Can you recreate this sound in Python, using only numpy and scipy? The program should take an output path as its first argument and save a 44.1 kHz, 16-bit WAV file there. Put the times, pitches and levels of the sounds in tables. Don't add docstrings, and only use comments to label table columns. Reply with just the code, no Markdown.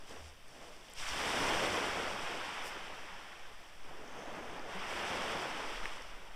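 import sys
import numpy as np
from scipy.fft import rfft, irfft, next_fast_len
from scipy.io import wavfile
from scipy.ndimage import map_coordinates

SR = 44100
rng = np.random.default_rng(int(sys.argv[2]) if len(sys.argv) > 2 else 0)


def output_pcm(signal):
    pcm = np.clip(np.atleast_2d(signal).T, -1, 1) * 32767
    wavfile.write(sys.argv[1], SR, np.round(pcm).astype(np.int16))


N = 280035

# frequency in Hz, relative level in dB per Hz.
RUMBLE_SPECTRUM = [(12, -13), (25, -8), (45, -7), (70, 2), (95, -12), (140, -5.5), (400, -38)]
SPRAY_FOLLOW = (0, 0.4, 1.21)


def amp(db):
    return 10 ** (np.asarray(db) / 20)


def unit(x):
    return x / np.sqrt(np.mean(x ** 2) + 1e-20)


def seconds():
    return np.arange(N) / SR


def bell(middle_s, half_s):
    return np.exp(-.5 * ((seconds() - middle_s) / half_s) ** 2)


def wobble(knots_per_s):
    knots = rng.standard_normal(int(N * knots_per_s / SR) + 4)
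    return map_coordinates(knots, [np.arange(N) * knots_per_s / SR])


def filtered(x, response):
    size = next_fast_len(N + 8192)
    spectrum = rfft(x, size) * response(np.fft.rfftfreq(size, 1 / SR))
    return irfft(spectrum, size)[..., :N]


def coloured(x, points):
    point_hz, db = np.transpose(points)
    return filtered(x, lambda hz: amp(np.interp(np.log(hz + 1), np.log(point_hz), db)))


def noise(spectrum):
    return unit(coloured(rng.standard_normal(N), spectrum))


def spill(start_s, rise_s, fall_after_s, fall_db_per_s, follow):
    lag, exponent, fall_factor = follow
    age_s = seconds() - start_s
    build = (1 - np.exp(-np.maximum(age_s - lag * rise_s, 0) / rise_s)) ** exponent
    fall_db = fall_factor * fall_db_per_s * np.maximum(age_s - fall_after_s, 0)
    return build * amp(-fall_db)


def side_noise():
    # frequency in Hz, relative level in dB per Hz.
    side_spectrum = [(60, 2), (300, 4.5), (700, -3.5), (1400, -25), (3000, -17.5), (5000, -1.5),
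                     (10000, 3.5), (15000, -3.5)]
    return amp(-81.5) * noise(side_spectrum)


def wind():
    # middle in seconds, half length in seconds, pressure swell in dB.
    gusts = [(.2, 0.31, -59), (1.12, 0.15, -41.5), (3.872, 0.093, -42), (5.05, 0.052, -56),
             (5.745, 0.1, -36), (6.13, 0.13, -39.5)]
    # frequency in Hz, relative level in dB per Hz.
    swell_spectrum = [(1, -18), (4, 13), (8, 3), (15, -16), (28, -7.5), (60, -66.5)]
    # frequency in Hz, relative level in dB per Hz.
    air_spectrum = [(100, -1), (3000, 1), (8000, -9), (12000, -16), (16000, -19)]
    breeze_db, rumble_db, hiss_db = -50, -69, -61.5
    hum_s, hum_half_s, hum_db, hum_mid_hz, hum_sag_oct_per_s = 0.253, 0.051, -53.5, 78, 0.84

    gust_gain = np.linalg.norm([amp(db) * bell(s, half_s) for s, half_s, db in gusts], axis=0)
    swell = np.hypot(gust_gain, amp(breeze_db)) * noise(swell_spectrum)
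    rumble = amp(rumble_db) * noise(RUMBLE_SPECTRUM)

    hum_hz = hum_mid_hz * 2 ** (-hum_sag_oct_per_s * (seconds() - hum_s))
    tone = unit(np.sin(2 * np.pi * np.cumsum(hum_hz) / SR))
    hum = amp(hum_db) * bell(hum_s, hum_half_s) * tone
    return swell + rumble + hum + amp(hiss_db) * noise(air_spectrum)


def thin_hiss():
    # frequency in Hz, relative level in dB per Hz.
    thin_spectrum = [(4600, -30), (5700, 0), (6400, 12), (7500, -11), (10000, -32)]
    gain = spill(start_s=4.04, rise_s=.04, fall_after_s=.12, fall_db_per_s=13, follow=SPRAY_FOLLOW)
    return amp(-63) * gain * noise(thin_spectrum)


def rod():
    # frequency in Hz, relative level in dB per Hz.
    rod_spectrum = [(2500, -25), (5000, 12), (8500, 8), (13000, -1), (16000, -7)]
    level_db = -50 + 1.5 * wobble(290)
    return amp(level_db) * bell(2.668, 0.023) * noise(rod_spectrum)


def pebbles():
    # start in seconds, peak in dB, centre in Hz, band half-width (Gaussian sigma) in octaves,
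    # 60 dB decay time in seconds before the band filter.
    knocks = [(.095, -43, 6500, 0.62, 0.012), (.482, -46, 8500, .6, .005), (.899, -47, 11000, .5, .004),
              (.912, -41, 4800, .7, .004), (.936, -37, 7500, 0.7, 0.0055), (4.078, -45, 5630, .4, .005),
              (4.595, -37.5, 4800, .5, 0.0034), (5.8564, -21.5, 2070, 1, 0.0042),
              (6.022, -39, 5540, 0.68, .005)]
    out = np.zeros(N + SR)
    t = np.arange(SR // 20) / SR
    hz = np.fft.rfftfreq(len(t), 1 / SR) + 1
    lead = SR // 200
    for s, db, centre_hz, octaves, t60_s in knocks:
        grit = rng.standard_normal(len(t))
        contact = (np.sin(2 * np.pi * centre_hz * t) + grit) * amp(-60 * t / t60_s)
        band = np.exp(-.5 * (np.log2(hz / centre_hz) / octaves) ** 2)
        tick = irfft(rfft(np.roll(contact, lead)) * band, len(t))
        out[round(s * SR) - lead:][:len(t)] += amp(db) * tick / np.abs(tick).max()
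    return out[:N]


def gulps():
    # start in seconds, envelope peak in dB, starting pitch in Hz, 60 dB decay time in seconds.
    pockets = [(0.988, -58, 134, 0.19), (1.102, -52, 63.3, 0.26), (4.745, -46, 185, 0.096)]
    out = np.zeros(N + SR)
    t = np.arange(SR // 2) / SR
    for s, db, hz, t60_s in pockets:
        envelope = (1 - np.exp(-t / 0.012)) ** 2 * amp(-60 * t / t60_s)
        note = np.sin(2 * np.pi * hz * t * (1 + 0.049 * t / t60_s))
        out[round(s * SR):][:len(t)] += amp(db) * envelope / envelope.max() * note
    return out[:N]


def bubbles(low_hz, high_hz, cycles, spread_db, glide, count, size):
    when, pitch, strength, sign = rng.random((count, 4)).T[:, :, None]
    hz = low_hz * (high_hz / low_hz) ** pitch
    turns = hz * np.arange(size) / SR
    age = turns / cycles
    loudness = amp(-spread_db * np.log(np.maximum(strength, .01)))
    ring = np.exp(-2 * age) * np.sin(2 * np.pi * turns * (1 + glide * age))
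    signed_rings = np.sign(sign - .5) * loudness * ring
    where = (when * N).astype(int) + np.arange(size)
    return unit(np.bincount(where.ravel(), signed_rings.ravel(), N)[:N])


def water(spectrum, grains, grain_db, churn_db, churn_rate):
    mix = rng.standard_normal(N) + amp(grain_db) * grains
    return unit(coloured(mix, spectrum) * amp(churn_db * wobble(churn_rate)))


def surf_gains():
    # start in seconds, rise in seconds, seconds from start to fall,
    # fall in dB per second before the layer's factor, then foam, tumble, spray and thud levels in dB.
    breakers = [(0.068, 0.017, 0.054, 56, -60.5, -52, -58, -65),
                (.47, 0.034, 0.2, 49, -66, -58.5, -65, -77),
                (0.949, 0.2, 0.62, 12.5, -37, -36, -44.5, -51.5),
                (3.823, 0.017, 0.33, 9, -57.5, -51.5, -82, -66.5),
                (4.083, 0.054, 0.61, 5, -53.5, -50, -82, -70),
                (4.67, 0.047, 0.26, 16, -45, -52.5, -60.5, -63),
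                (4.827, 0.11, .5, 19.5, -41.5, -42, -53, -61.5)]
    # middle in seconds, half length in seconds, foam dB, spray dB.
    swashes = [(0.278, 0.028, -62, -62), (0.923, 0.041, -63, -69), (2.484, 0.24, -46.5, -60),
               (3.28, 0.2, -55, -82), (5.78, 0.25, -48, -56.5)]
    # middle in seconds, half length in seconds, depth in dB.
    lulls = [(0.384, 0.072, 7.5), (3.718, 0.26, 3), (6.25, 0.26, 4)]
    foam_follow = (0.043, 0.85, 0.77)
    tumble_follow = (.45, 1.76, 1.185)
    thud_follow = (0.38, 1.0, 1.45)
    far_tumble_db, far_foam_db, far_spray_db, far_thud_db = -61.5, -65.5, -64.5, -78

    tumble, foam, spray, thud = [], [], [], []
    for *shape, foam_db, tumble_db, spray_db, thud_db in breakers:
        tumble.append(amp(tumble_db) * spill(*shape, tumble_follow))
        foam.append(amp(foam_db) * spill(*shape, foam_follow))
        spray.append(amp(spray_db) * spill(*shape, SPRAY_FOLLOW))
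        thud.append(amp(thud_db) * spill(*shape, thud_follow))
    for s, half_s, foam_db, spray_db in swashes:
        foam.append(amp(foam_db) * bell(s, half_s))
        spray.append(amp(spray_db) * bell(s, half_s))
    drain = amp(-sum(db * bell(s, half_s) for s, half_s, db in lulls))
    layers = [(tumble, far_tumble_db), (foam, far_foam_db), (spray, far_spray_db), (thud, far_thud_db)]
    return [drain * np.hypot(np.linalg.norm(near, axis=0), amp(far_db)) for near, far_db in layers]


def surf():
    # frequency in Hz, relative level in dB per Hz.
    tumble_spectrum = [(40, -29), (100, -1), (140, -5), (220, -3), (330, 2.5), (600, 7.5), (1000, 3.5),
                       (1800, -1.5), (3500, -20), (9000, -53)]
    foam_spectrum = [(150, -41), (450, -8), (1000, -1), (2000, 0), (3300, -1.5), (5500, -10), (9000, -25),
                     (16000, -38)]
    spray_spectrum = [(1000, -9), (3000, 0.5), (5300, 0.5), (8200, -4.5), (10500, -14.5), (13000, -20),
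                      (16000, -33)]
    tumble_gain, foam_gain, spray_gain, thud_gain = surf_gains()
    spray_gain = amp(4.0) * spray_gain

    pockets = bubbles(163.6, 1535, cycles=6.8, spread_db=1.5, glide=0.043, count=2600, size=1600)
    froth = bubbles(733, 4350, cycles=5.1, spread_db=0.5, glide=0.017, count=7000, size=380)
    drops = bubbles(2940, 15000, cycles=3.9, spread_db=3.5, glide=0.016, count=12000, size=60)

    tumble = tumble_gain * water(tumble_spectrum, pockets, grain_db=-12, churn_db=0.87, churn_rate=25)
    foam = foam_gain * water(foam_spectrum, froth, grain_db=-8, churn_db=.5, churn_rate=24)
    spray = spray_gain * water(spray_spectrum, drops, grain_db=-8.0, churn_db=0.9, churn_rate=35)
    thud = thud_gain * noise(RUMBLE_SPECTRUM)
    return (thud + tumble + foam + spray) * amp(0.22 * wobble(14))


def scene():
    mid = wind() + thin_hiss() + rod() + pebbles() + gulps() + surf()
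    side = side_noise()
    return np.array([mid + side, mid - side])


def record(dry):
    # frequency in Hz, gain in dB.
    housing_response = [(2500, 0.5), (3300, 0), (3650, -3), (4050, -10.5), (4600, -4.5), (5400, 0),
                        (5950, -1), (6600, -8.5), (7300, -3.5), (8200, -1.5)]
    top_hz = 15600
    return filtered(coloured(dry, housing_response), lambda hz: hz < top_hz)


dry = scene()
out = record(dry)
output_pcm(out)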